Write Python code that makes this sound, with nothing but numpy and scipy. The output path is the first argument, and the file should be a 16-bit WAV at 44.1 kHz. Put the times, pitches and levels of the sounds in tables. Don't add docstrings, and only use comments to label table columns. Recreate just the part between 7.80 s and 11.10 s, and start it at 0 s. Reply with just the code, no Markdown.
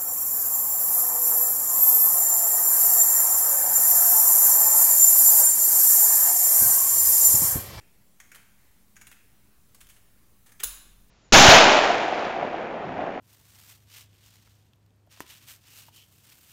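import sys
import numpy as np
from scipy import signal
from scipy.io import wavfile
from scipy.ndimage import uniform_filter1d

SR = 44100
rng = np.random.default_rng(int(sys.argv[2]) if len(sys.argv) > 2 else 0)


def ratio(d):
    e = np.asarray(d, float) / 20
    return 10 ** e


def waveform_to_disk(signal):
    frames = np.transpose(np.atleast_2d(signal))
    scaled = np.clip(frames, -1, 1) * 32767
    samples = np.round(scaled).astype(np.int16)
    wavfile.write(sys.argv[1], SR, samples)


N = 145530
LEAD = SR // 4


def evened(x):
    return x / np.sqrt(np.mean(x ** 2) + 1e-20)


def read(points, hz):
    f, value = np.transpose(points)
    return np.interp(np.log(hz + 1), np.log(f + 1), value)


def add(mix, start_s, sound):
    part = mix[LEAD + round(start_s * SR):][:len(sound)]
    part += sound[:len(part)]


def ring(x, hz, width_hz):
    r = np.exp(-np.pi * abs(width_hz) / SR)
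    side = np.sqrt(1 - r)
    poles = [1, -2 * r * np.cos(2 * np.pi * hz / SR), r * r]
    return signal.lfilter([side, 0, -side], poles, x) * np.sqrt(hz / SR)


def coloured(x, points):
    hz = np.abs(np.fft.fftfreq(512, 1 / SR))
    log_gain = np.log(ratio(read(points, hz)))
    impulse = np.fft.ifft(np.exp(np.conj(signal.hilbert(log_gain)))).real
    return signal.lfilter(impulse[:128], 1, x)


# frequency in Hz, density in dB per Hz.
TONE_COLOUR = [(20, -8), (70, -14), (200, -13.5), (520, -25), (1700, -30), (4500, -33), (10000, -30),
               (15800, -28.5)]
# frequency in Hz, width in Hz, level in dB.
APPLIANCE_MURMUR = [(45, 45, -74), (100.4, 35, -74.5), (206, 8.9, -76.5)]
TONE_DB, PATCHY_DB = -62.5, 1.72


def room_tone():
    frames, hz = N // 512 + 5, np.fft.rfftfreq(2048, 1 / SR)
    real, imaginary, patches = rng.standard_normal((frames, 1025, 3)).T
    patches = uniform_filter1d(patches, size=16, axis=0)
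    patches = evened(uniform_filter1d(patches, size=8, axis=1))
    gain = ratio(read(TONE_COLOUR, hz)[:, None] + PATCHY_DB * patches)
    spectrum = (real + 1j * imaginary) * gain * (hz[:, None] > 0)
    hiss = signal.istft(spectrum, nperseg=2048, noverlap=1536)[1][:N]
    tone = ratio(TONE_DB) * evened(hiss)
    air = rng.standard_normal((len(APPLIANCE_MURMUR), N))
    for noise, (mode_hz, width_hz, db) in zip(air, APPLIANCE_MURMUR):
        drone = ring(ring(noise, mode_hz, width_hz), mode_hz, width_hz)
        tone = tone + ratio(db) * evened(drone)
    return tone


CRACKS_PER_S, CRACK_SPREAD_DB = 16000, 1.7
CRACK_FALL = 1.4


def cracks(rise_s, decay_s, draws):
    t = np.arange(draws.shape[1]) / SR
    size = ratio(CRACK_SPREAD_DB * -np.log(draws[0] + 1e-3))
    sign = np.sign(draws[1] - 0.5)
    happens = draws[2] < CRACKS_PER_S / SR
    swell = 1 - np.exp(-t / max(rise_s, 1e-4))
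    fade = np.exp(-(t / max(decay_s, 2e-4)) ** CRACK_FALL)
    return evened(size * sign * happens) * swell * fade


# frequency in Hz, width in Hz, level in dB.
RING_MODES = [(6000, 1000, -6), (6620, 400, -2), (9000, 3300, -15), (2252, 40, -5), (1654, 70, -4.5)]
# frequency in Hz, level in dB.
SPRAY_COLOUR = [(500, -15.5), (1200, -0.5), (3000, 2), (5000, -2.5), (9000, 5), (13000, 1), (16000, 2)]
KNOCK_WIDTH_HZ, KNOCK_LOW_RATIO, KNOCK_LOW_DB = 660, 0.77, -4.5


def spine(level_db, treble_db, knock_hz, decay_s, draws, rise_s, ring_db, spray_db):
    burst = cracks(rise_s, decay_s, draws)
    knock = ring(burst, knock_hz, KNOCK_WIDTH_HZ)
    low_knock = ring(burst, KNOCK_LOW_RATIO * knock_hz, KNOCK_WIDTH_HZ / 2)
    knock = knock + ratio(KNOCK_LOW_DB) * low_knock
    edge = sum(ratio(db) * ring(burst, hz, width_hz) for hz, width_hz, db in RING_MODES)
    treble = ratio(ring_db) * edge + ratio(spray_db) * coloured(burst, SPRAY_COLOUR)
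    return ratio(level_db) * (knock + ratio(treble_db) * treble)


# start in seconds, level in dB,
# treble against the knock in dB, knock pitch in Hz, crunch decay in seconds.
EARLIER_SNIP = [
    (-0.099, -31.5, -9.5, 2430, 0.0057),
]
# start in seconds, level in dB,
# treble against the knock in dB, knock pitch in Hz, crunch decay in seconds.
THICK_SPINES = [
    (0.4004, -36, -3, 2290, 0.0063),
    (.5158, -39, -4, 2050, 0.0093),
    (1.157, -48, -1, 2270, 0.004),
    (1.1645, -40, -3, 2200, 0.0072),
    (1.2121, -39.5, -2.5, 2200, 0.0091),
]
# start in seconds, level in dB,
# treble against the knock in dB, knock pitch in Hz, crunch decay in seconds.
THIN_SPINES = [
    (0.5466, -35.5, -7, 1900, 0.0042),
    (.551, -37, -5, 3200, .002),
    (.557, -37, -4.5, 1520, 0.006),
    (1.2688, -43.5, 0.5, 2240, 0.0085),
    (1.3142, -39, -6.5, 2000, 0.0066),
    (1.326, -43, -6.5, 2550, .005),
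    (2.012, -46, 4.5, 2200, 0.0053),
    (2.069, -50, 3, 3300, 0.0023),
    (2.8325, -18, -16, 2260, 0.0017),
]
# start in seconds, level in dB,
# treble against the knock in dB, knock pitch in Hz, crunch decay in seconds.
SOFT_RAYS = [(1.945, -47, 4, 1620, 0.0066), (2.004, -50.5, 6.5, 2800, 0.0072),
             (2.088, -48, 6, 1980, 0.0036), (2.095, -47, 1, 3120, .011), (2.162, -46.5, -8, 2530, 0.009),
             (2.659, -53, -0.5, 1660, 0.022), (2.69, -51.5, -2.5, 2200, 0.011),
             (2.718, -45, 1, 2310, 0.0065), (2.7955, -32, -7, 3170, 0.0034),
             (2.7995, -22.5, -7.5, 3200, 0.0047), (2.8045, -19.5, -8, 2340, 0.003)]


def add_spines(cut, draws):
    kinds = [(THICK_SPINES + EARLIER_SNIP, dict(rise_s=0.0012, ring_db=-1, spray_db=-11)),
             (THIN_SPINES, dict(rise_s=0.0004, ring_db=-16, spray_db=-3.8)),
             (SOFT_RAYS, dict(rise_s=0.0042, ring_db=-10, spray_db=-1.8))]
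    for (rows, kind), kind_draws in zip(kinds, draws):
        for (start_s, *row), d in zip(rows, kind_draws):
            add(cut, start_s, spine(*row, d, **kind))


# frequency in Hz, 60 dB decay time in seconds.
KITCHEN_DECAY = [(250, 1), (1000, 0.78), (2500, 0.82), (6000, 0.6), (12000, 0.5), (16000, 0.38)]
KITCHEN_DB, KITCHEN_GAP_S, NEAR_DB, NEAR_T60_S = -3.5, 0.0051, -3, 0.048
TURN_S = 0.009


def kitchen(x):
    out, t = np.zeros(len(x)), np.arange(SR) / SR
    turn = np.pi * np.arange(len(x)) / SR / TURN_S
    for k in range(3):
        taps = np.zeros(SR)
        at = np.arange(0, SR - 8, 8) + rng.integers(0, 8, (SR - 1) // 8)
        taps[at] = rng.choice([-1., 1.], at.shape)
        hz, frame_s, spectrum = signal.stft(taps, SR, nperseg=256)
        fade = ratio(-60 * frame_s / read(KITCHEN_DECAY, hz)[:, None])
        tail = signal.istft(spectrum * fade, SR, nperseg=256)[1][:SR]
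        near = taps[::-1] * ratio(-60 * t / NEAR_T60_S)
        tail = ratio(KITCHEN_DB) * tail / np.linalg.norm(tail)
        near = ratio(NEAR_DB) * near / np.linalg.norm(near)
        build_up = np.clip(t / KITCHEN_GAP_S, 0, 1) ** 2
        share = np.sqrt(2 / 3) * np.cos(turn + k * np.pi / 3)
        out += signal.fftconvolve(x * share, (tail + near) * build_up)[:len(x)]
    return out


RUSTLE_WIDTH, RUSTLE_GRAIN_DB = 0.59, 3


def rustle(level_db, length_s, centre_hz):
    noise, grain = rng.standard_normal((SR, 2)).T
    t = np.arange(SR) / SR
    grains = noise * ratio(RUSTLE_GRAIN_DB * evened(uniform_filter1d(grain, size=200)))
    slide = evened(ring(grains, centre_hz, RUSTLE_WIDTH * centre_hz))
    return ratio(level_db) * slide * np.sin(np.pi * np.clip(t / length_s, 0, 1))


# start in seconds, level in dB, length in seconds, centre in Hz.
FISH_SHIFTS = [
    (0.722, -74, 0.3, 1790),
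    (1.401, -78.5, 0.34, 1470),
    (1.778, -82, 0.094, 1900),
    (2.2, -79, 0.32, 1440),
    (2.097, -66, 0.076, 9000),
    (2.65, -73, 0.1, 510),
]


def add_rustles(cut):
    for start_s, *row in FISH_SHIFTS:
        add(cut, start_s, rustle(*row))


def board(level_db, hz, rise_s, t60_s):
    t = np.arange(SR) / SR
    return ratio(level_db - 60 * t / t60_s) * (1 - np.exp(-t / rise_s)) * np.sin(2 * np.pi * hz * t)


# start in seconds, level in dB, pitch in Hz,
# rise in seconds, 60 dB decay time in seconds.
BOARD_SHAKES = [
    (1.992, -56, 45, 0.023, 0.87),
    (2.84, -40.5, 42, 0.012, 0.58),
    (3.02, -48.5, 39, 0.054, 1),
    (2.8, -52, 394, 0.0025, 0.12),
    (2.834, -43, 454, 0.00094, 0.062),
    (2.834, -49.5, 280, 0.0021, 0.077),
]


def add_shakes(low):
    for start_s, *row in BOARD_SHAKES:
        add(low, start_s, board(*row))


# frequency in Hz, width in Hz, level in dB.
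SHUT_BLADES = [(1470, 280, -4.5), (2200, 770, -17.5), (3830, 410, 0), (4500, 540, -3.5), (7000, 690, 2),
               (8630, 340, -2), (10320, 600, 2), (11700, 770, -2), (13750, 540, 0.5), (14600, 770, -1),
               (15800, 840, 1.5)]
# frequency in Hz, width in Hz, level in dB.
LINGERING_MODES = [(6470, 78, -22), (10370, 51, -10.5), (3800, 33, -22)]
LEAST_WIDTH_HZ, CLACK_RISE_S, CLACK_SPRAY_DB = 400, 0.0002, -8


def clack(level_db, decay_s, draws):
    rattle = cracks(CLACK_RISE_S, decay_s, draws)
    sound = ratio(CLACK_SPRAY_DB) * coloured(rattle, SPRAY_COLOUR)
    for k, (hz, width_hz, db) in enumerate(SHUT_BLADES):
        sound = sound + (-1) ** k * ratio(db) * ring(rattle, hz, max(width_hz, LEAST_WIDTH_HZ))
    for hz, width_hz, db in LINGERING_MODES:
        sound = sound + ratio(db) * ring(rattle, hz, width_hz)
    return ratio(level_db) * sound


# start in seconds, level in dB, rattle decay in seconds.
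CLACK_ARRIVALS = [
    (2.8347, -24, 0.0007),
    (2.8353, -15, 0.0011),
    (2.8372, -24, 0.0011),
    (2.8390, -24, 0.0019),
    (2.8413, -26.5, 0.001),
    (2.8426, -19.5, 0.0012),
    (2.8568, -39, .002),
]


def add_clacks(cut, draws):
    for (start_s, *row), d in zip(CLACK_ARRIVALS, draws):
        add(cut, start_s, clack(*row, d))


def scene():
    tone, cut, low = room_tone(), np.zeros(N + LEAD), np.zeros(N + LEAD)
    draws = rng.random((4, 14, 3, 3000))
    add_spines(cut, draws[:3])
    add_rustles(cut)
    add_shakes(low)
    add_clacks(cut, draws[3])
    return ((cut + kitchen(cut) + low)[LEAD:] + tone)[None]


def roll_off(x):
    return signal.sosfilt(signal.butter(12, 16810, fs=SR, output="sos"), x)


EDGE_HZ, LEAK_DB, OFFSET = 15830, -40, -0.0011


def record(dry):
    lowpass = signal.firwin(1501, EDGE_HZ, window=("kaiser", 9), fs=SR)
    low = signal.oaconvolve(dry, lowpass[None], "same")
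    mix = low + ratio(LEAK_DB) * (dry - low) + OFFSET
    return roll_off(mix)


dry = scene()
out = record(dry)
waveform_to_disk(out)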